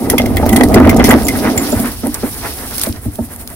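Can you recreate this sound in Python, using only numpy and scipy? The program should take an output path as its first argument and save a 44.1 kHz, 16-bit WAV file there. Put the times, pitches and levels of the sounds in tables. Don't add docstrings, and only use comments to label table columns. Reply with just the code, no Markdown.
import sys
import numpy as np
from scipy.fft import rfft, irfft, next_fast_len
from scipy.io import wavfile
from scipy.ndimage import map_coordinates

SR = 44100
rng = np.random.default_rng(int(sys.argv[2]) if len(sys.argv) > 2 else 0)


def unload_audio(sound):
    columns = np.transpose(np.atleast_2d(sound))
    steps = np.round(np.clip(columns, -1, 1) * 32767)
    wavfile.write(sys.argv[1], SR, steps.astype(np.int16))


N = 156555

# f/Hz, width/Hz, level/dB
DECK_MODES = [(237.4, 41.5, 2.5), (297.6, 26.5, 2), (333, 61.7, -4), (481, 165, -9.5), (647, 68.4, -7),
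              (778, 59, -12), (919, 35, -14), (1256, 84, -22)]
# f/Hz, width/Hz, level/dB
GROUND_MODES = [(56, 64, -5.5), (93, 52.4, -2)]
# f/Hz, width/Hz, level/dB
LOOSE_MODES = [(2032, 88, 8.5), (3360, 120, -6)]
# f/Hz, density/dB per Hz
CRACK_SPECTRUM = [(900, -12.5), (2500, -13), (3680, -7.5), (5340, -3), (7740, -6.5), (10000, 2),
                  (15800, -5.5)]

BUMP_HZ = 1430
GRIT_SPREAD_DB = 4
DETUNE = 0.02


def amp(db):
    return 10 ** (np.asarray(db) / 20)


def unit(x):
    return x / np.sqrt(np.mean(x ** 2) + 1e-20)


def along(points, hz):
    f, value = np.transpose(points)
    return np.interp(np.log(hz + 1), np.log(f + 1), value)


def curves(rows):
    s, *columns = np.transpose(rows)
    return [np.interp(np.arange(N) / SR, s, column) for column in columns]


def wobble(rate):
    knots = rng.standard_normal(int(N * rate / SR) + 4)
    return map_coordinates(knots, [np.arange(N) * rate / SR])


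def filtered(x, response):
    m = next_fast_len(N + SR // 2)
    hz = np.fft.rfftfreq(m, 1 / SR)
    return irfft(rfft(x, m) * response(hz), m)[..., :N]


def body(modes):
    def response(f):
        total = 0
        for k, (centre, width, db) in enumerate(modes):
            damping = 1j * f * width
            total = total + (-1) ** k * amp(db) * damping / (centre ** 2 - f ** 2 + damping)
        return total
    return response


def colour(spectrum):
    return lambda f: amp(along(spectrum, f))


def grains(per_s, spread_db):
    size = amp(spread_db * rng.exponential(size=(2, N))) * rng.standard_normal((2, N))
    struck = rng.random((2, N)) < per_s / SR
    return unit(size * struck)


def shaped(force, response):
    power_gain = np.mean(np.abs(response(np.fft.rfftfreq(N, 1 / SR))) ** 2)
    return filtered(force, response) / np.sqrt(power_gain)


def blows(starts_s, peaks_db, length_s, response, tail_share, tail_s, detune=0):
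    size, lead = 16384, 1024
    tint_db, tint_hz = 4, 1500
    lump_db, lumps_per_s = 4, 500
    out = np.zeros((2, N + 2 * size))
    t = np.maximum(np.arange(size) - lead, 0) / SR
    hz = np.fft.rfftfreq(size, 1 / SR)
    half_octaves = 2 * np.log2(hz + 20)
    for s, db in zip(starts_s, peaks_db):
        tilt = map_coordinates(rng.standard_normal(32), [half_octaves])
        tint = amp(tint_db * hz / (hz + tint_hz) * tilt)
        gain = response(hz * (1 + detune * rng.standard_normal()))
        u = t / length_s
        attack = 1 - np.exp(-3 * u)
        decay = np.exp(-u * u) + tail_share * np.exp(-t / tail_s)
        lumps = amp(lump_db * rng.standard_normal(size)[(t * lumps_per_s).astype(int)])
        force = attack * decay * lumps * rng.laplace(size=(2, size))
        sound = irfft(rfft(force) * gain * tint, size)
        peak = np.abs(sound).max(axis=1, keepdims=True)
        start = round(s * SR)
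        out[:, start:start + size] += amp(db) * sound / peak
    return out[:, lead:lead + N]


def thuds():
    # t/s, peak level/dB
    thud_rows = [(0.38, -13), (1.562, -13), (1.751, -8), (2.885, -11), (3.058, -10), (3.195, -15.5)]
    softness = 0.85
    ground = lambda f: body(GROUND_MODES[1:])(f / softness) ** 2
    return blows(*np.transpose(thud_rows), 0.023, ground, 0, 1)


def grass():
    # t/s, fine hiss level/dB, coarse rustle level/dB
    swish = [(0, -30.5, -39), (.3, -35, -40.5), (.6, -31, -41), (1.035, -43, -37), (1.05, -16, -23.5),
             (1.15, -27, -33), (1.55, -27.5, -32.5), (1.68, -22, -31.5), (1.9, -23.5, -35.5),
             (1.96, -32, -39), (2.3, -27.5, -36), (2.48, -27, -31), (2.6, -29.5, -37.5), (2.82, -22.5, -30),
             (2.98, -36.5, -47.5), (3.55, -33.5, -50.5)]
    # f/Hz, density/dB per Hz
    hiss_spectrum = [(5500, -15.5), (7800, -8.5), (9500, 0.5), (15800, -5.5)]
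    # f/Hz, density/dB per Hz
    rustle_spectrum = [(1500, -38), (2500, -6.5), (5500, -1), (8000, -16.5)]
    # t/s, peak level/dB
    snap_rows = [(0.4627, -4), (1.2678, 0.5), (1.8, -5.5), (1.917, -10), (2.143, 4.5), (2.7808, -1),
                 (2.7957, -3), (2.814, 3.5), (2.835, 6), (2.864, -5), (3.156, -14), (3.475, -9.5)]
    grain_share, clump_db, flutter_db = 0.5, 3, 2.2

    def brushing():
        clumps = amp(clump_db * wobble(25.14))
        crackle = grain_share * clumps * grains(500, 4.9)
        flutter = amp(flutter_db * wobble(39.94))
        return flutter * (rng.standard_normal((2, N)) + crackle)

    fine_db, coarse_db = curves(swish)
    hiss = amp(fine_db) * shaped(brushing(), colour(hiss_spectrum))
    rustle = amp(coarse_db) * shaped(brushing(), colour(rustle_spectrum))
    snaps = blows(*np.transpose(snap_rows), 0.0018, colour(CRACK_SPECTRUM), 0.29, 0.0069)
    return hiss + rustle + snaps


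def rattles():
    # t/s, crack peak level/dB, ring peak level/dB
    hits = [(0.0978, 7.5, -7), (0.18, 4, -1), (0.257, -8, -13.5), (0.3671, 3, -8), (0.4899, 0.5, -12.5),
            (0.5269, -1, -8.5), (0.5604, 4.5, -7.5), (0.6078, -6.5, -3.5), (0.633, 0, -7.5),
            (0.7402, 4, -5.5), (0.8705, -7.5, -10), (0.893, 4.5, -3.5), (0.9656, -4, -25),
            (0.9961, -19, -4.5), (1.041, 1.5, -6.5), (1.0888, -5, -17), (1.1069, 5, -2), (1.283, 2, -8),
            (1.5748, 1, -11.5)]
    # t/s, peak level/dB
    ping_rows = [(1.0915, -6.5), (1.246, -14), (1.576, -3.5), (1.718, -16)]
    # f/Hz, width/Hz, level/dB
    ping_modes = [(7183, 235, 0)]
    s, crack_db, ring_db = np.transpose(hits)
    crack = blows(s, crack_db, 0.0065, colour(CRACK_SPECTRUM), 0.57, 0.015)
    ring = blows(s, ring_db, 0.0035, body(LOOSE_MODES), 0.99, 0.011, DETUNE)
    ping = blows(*np.transpose(ping_rows), 0.0066, lambda f: body(ping_modes)(f) ** 2, 0.2, 0.018)
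    return crack + ring + ping


def jolts():
    # t/s, boom of the whole deck peak level/dB, knock of its panels peak level/dB
    jolt_rows = [(0.131, -7, -1), (0.194, -6.5, -4), (0.263, -10.5, -11.5), (0.427, -8, -3),
                 (0.525, -7, -14), (0.607, -2.5, 3.5), (0.706, -21, -2.5), (0.799, -2, 1.5), (0.857, -8, 1),
                 (0.994, -1, 2.5), (1.122, -1, 1.5), (1.148, -9, -7.5), (1.441, -9.5, -7.5),
                 (1.552, -7, -12.5), (1.724, -5, -5.5), (1.791, -6, -16.5), (2.032, -9, -11),
                 (2.056, -7.5, -11.5), (2.228, -7.5, -7.5), (2.868, -12, -13.5), (3.052, -13, -24),
                 (3.184, -11, -10)]
    knock_lead_s = 0.00098
    s, boom_db, knock_db = np.transpose(jolt_rows)
    whole_deck = lambda f: body(DECK_MODES[:3])(f) ** 2
    panels = lambda f: body(DECK_MODES[3:])(f) / (1 + 1j * f / BUMP_HZ) ** 2
    boom = blows(s, boom_db, 0.0088, whole_deck, 0.26, 0.032)
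    knock = blows(s - knock_lead_s, knock_db, 0.008, panels, 0.52, 0.017, DETUNE)
    return boom + knock


def rolling():
    # t/s, deck level/dB, ground level/dB, grit level/dB
    roll = [(0, -15, -26, -30.5), (.3, -15.5, -15.5, -28.5), (.55, -9, -16, -22.5), (.75, -4, -11, -19.5),
            (1.14, -7.5, -14.5, -12), (1.2, -16, -18, -28), (1.5, -15, -29.5, -25.5),
            (1.85, -25.5, -27, -27), (1.97, -38.5, -29, -38), (2.45, -32, -32, -33.5),
            (2.85, -35, -33, -34), (3.0, -39, -32, -43), (3.55, -35.5, -33.5, -44)]
    # f/Hz, density/dB per Hz
    grit_spectrum = [(400, 3.5), (900, 3.5), (2040, 0), (4000, -21.5), (8000, -60)]
    smooth_db, rough_db = -24, -6.5
    bumps_per_s, bump_spread_db = 450, 2.5
    buzz_db, tick_db = -25, -11.5

    deck_db, ground_db, grit_db = curves(roll)
    rough = np.clip((deck_db - smooth_db) / (rough_db - smooth_db), 0, 1)
    shake_db = 2.6 * rough * wobble(18.2)

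    def contact(lumps):
        return np.sqrt(rough) * lumps + np.sqrt(1 - rough) * rng.standard_normal((2, N))

    bumps = contact(grains(bumps_per_s, bump_spread_db))
    soft_deck = lambda f: body(DECK_MODES)(f) / (1 + 1j * f / BUMP_HZ)
    deck = shaped(amp(deck_db + shake_db) * bumps, soft_deck)

    rumble = amp(ground_db + 0.28 * wobble(10)) * rng.standard_normal((2, N))
    ground = shaped(rumble, body(GROUND_MODES))

    scrape_db = grit_db + shake_db + 4.8 * wobble(29.35)
    scrape = amp(scrape_db) * contact(grains(700, GRIT_SPREAD_DB))
    grit = shaped(scrape, colour(grit_spectrum))
    buzz = amp(buzz_db) * shaped(scrape, body(LOOSE_MODES[:1]))
    tick_force = amp(grit_db + tick_db) * rough * grains(62, GRIT_SPREAD_DB)
    ticks = shaped(tick_force, colour(CRACK_SPECTRUM))
    return deck + ground + grit + buzz + ticks


def scene():
    # f/Hz, correlation
    likeness = [(40, 0.69), (290, 0.96), (1500, 0.65), (5000, 0.13), (12000, 0.048)]
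    left_db, left_lead_s = -1.55, 1e-4

    def spread(f):
        angle = np.arccos(np.clip(along(likeness, f), -1, 1)) / 2
        return np.array([np.cos(angle), np.sin(angle)])

    def lead(f):
        return np.exp(1j * np.pi * f * left_lead_s * np.array([[1], [-1]]))

    sources = thuds() + grass() + rattles() + jolts() + rolling()
    mid, side = filtered(sources, spread)
    ports = np.array([mid + side, mid - side]) * amp([[left_db / 2], [-left_db / 2]])
    return filtered(ports, lead)


def record(dry):
    ceiling, hardness, top_hz = 1.0, 6, 15800
    clipped = dry / (1 + np.abs(dry / ceiling) ** hardness) ** (1 / hardness)
    return np.clip(filtered(clipped, lambda f: f < top_hz), -1, 1)


dry = scene()
out = record(dry)
unload_audio(out)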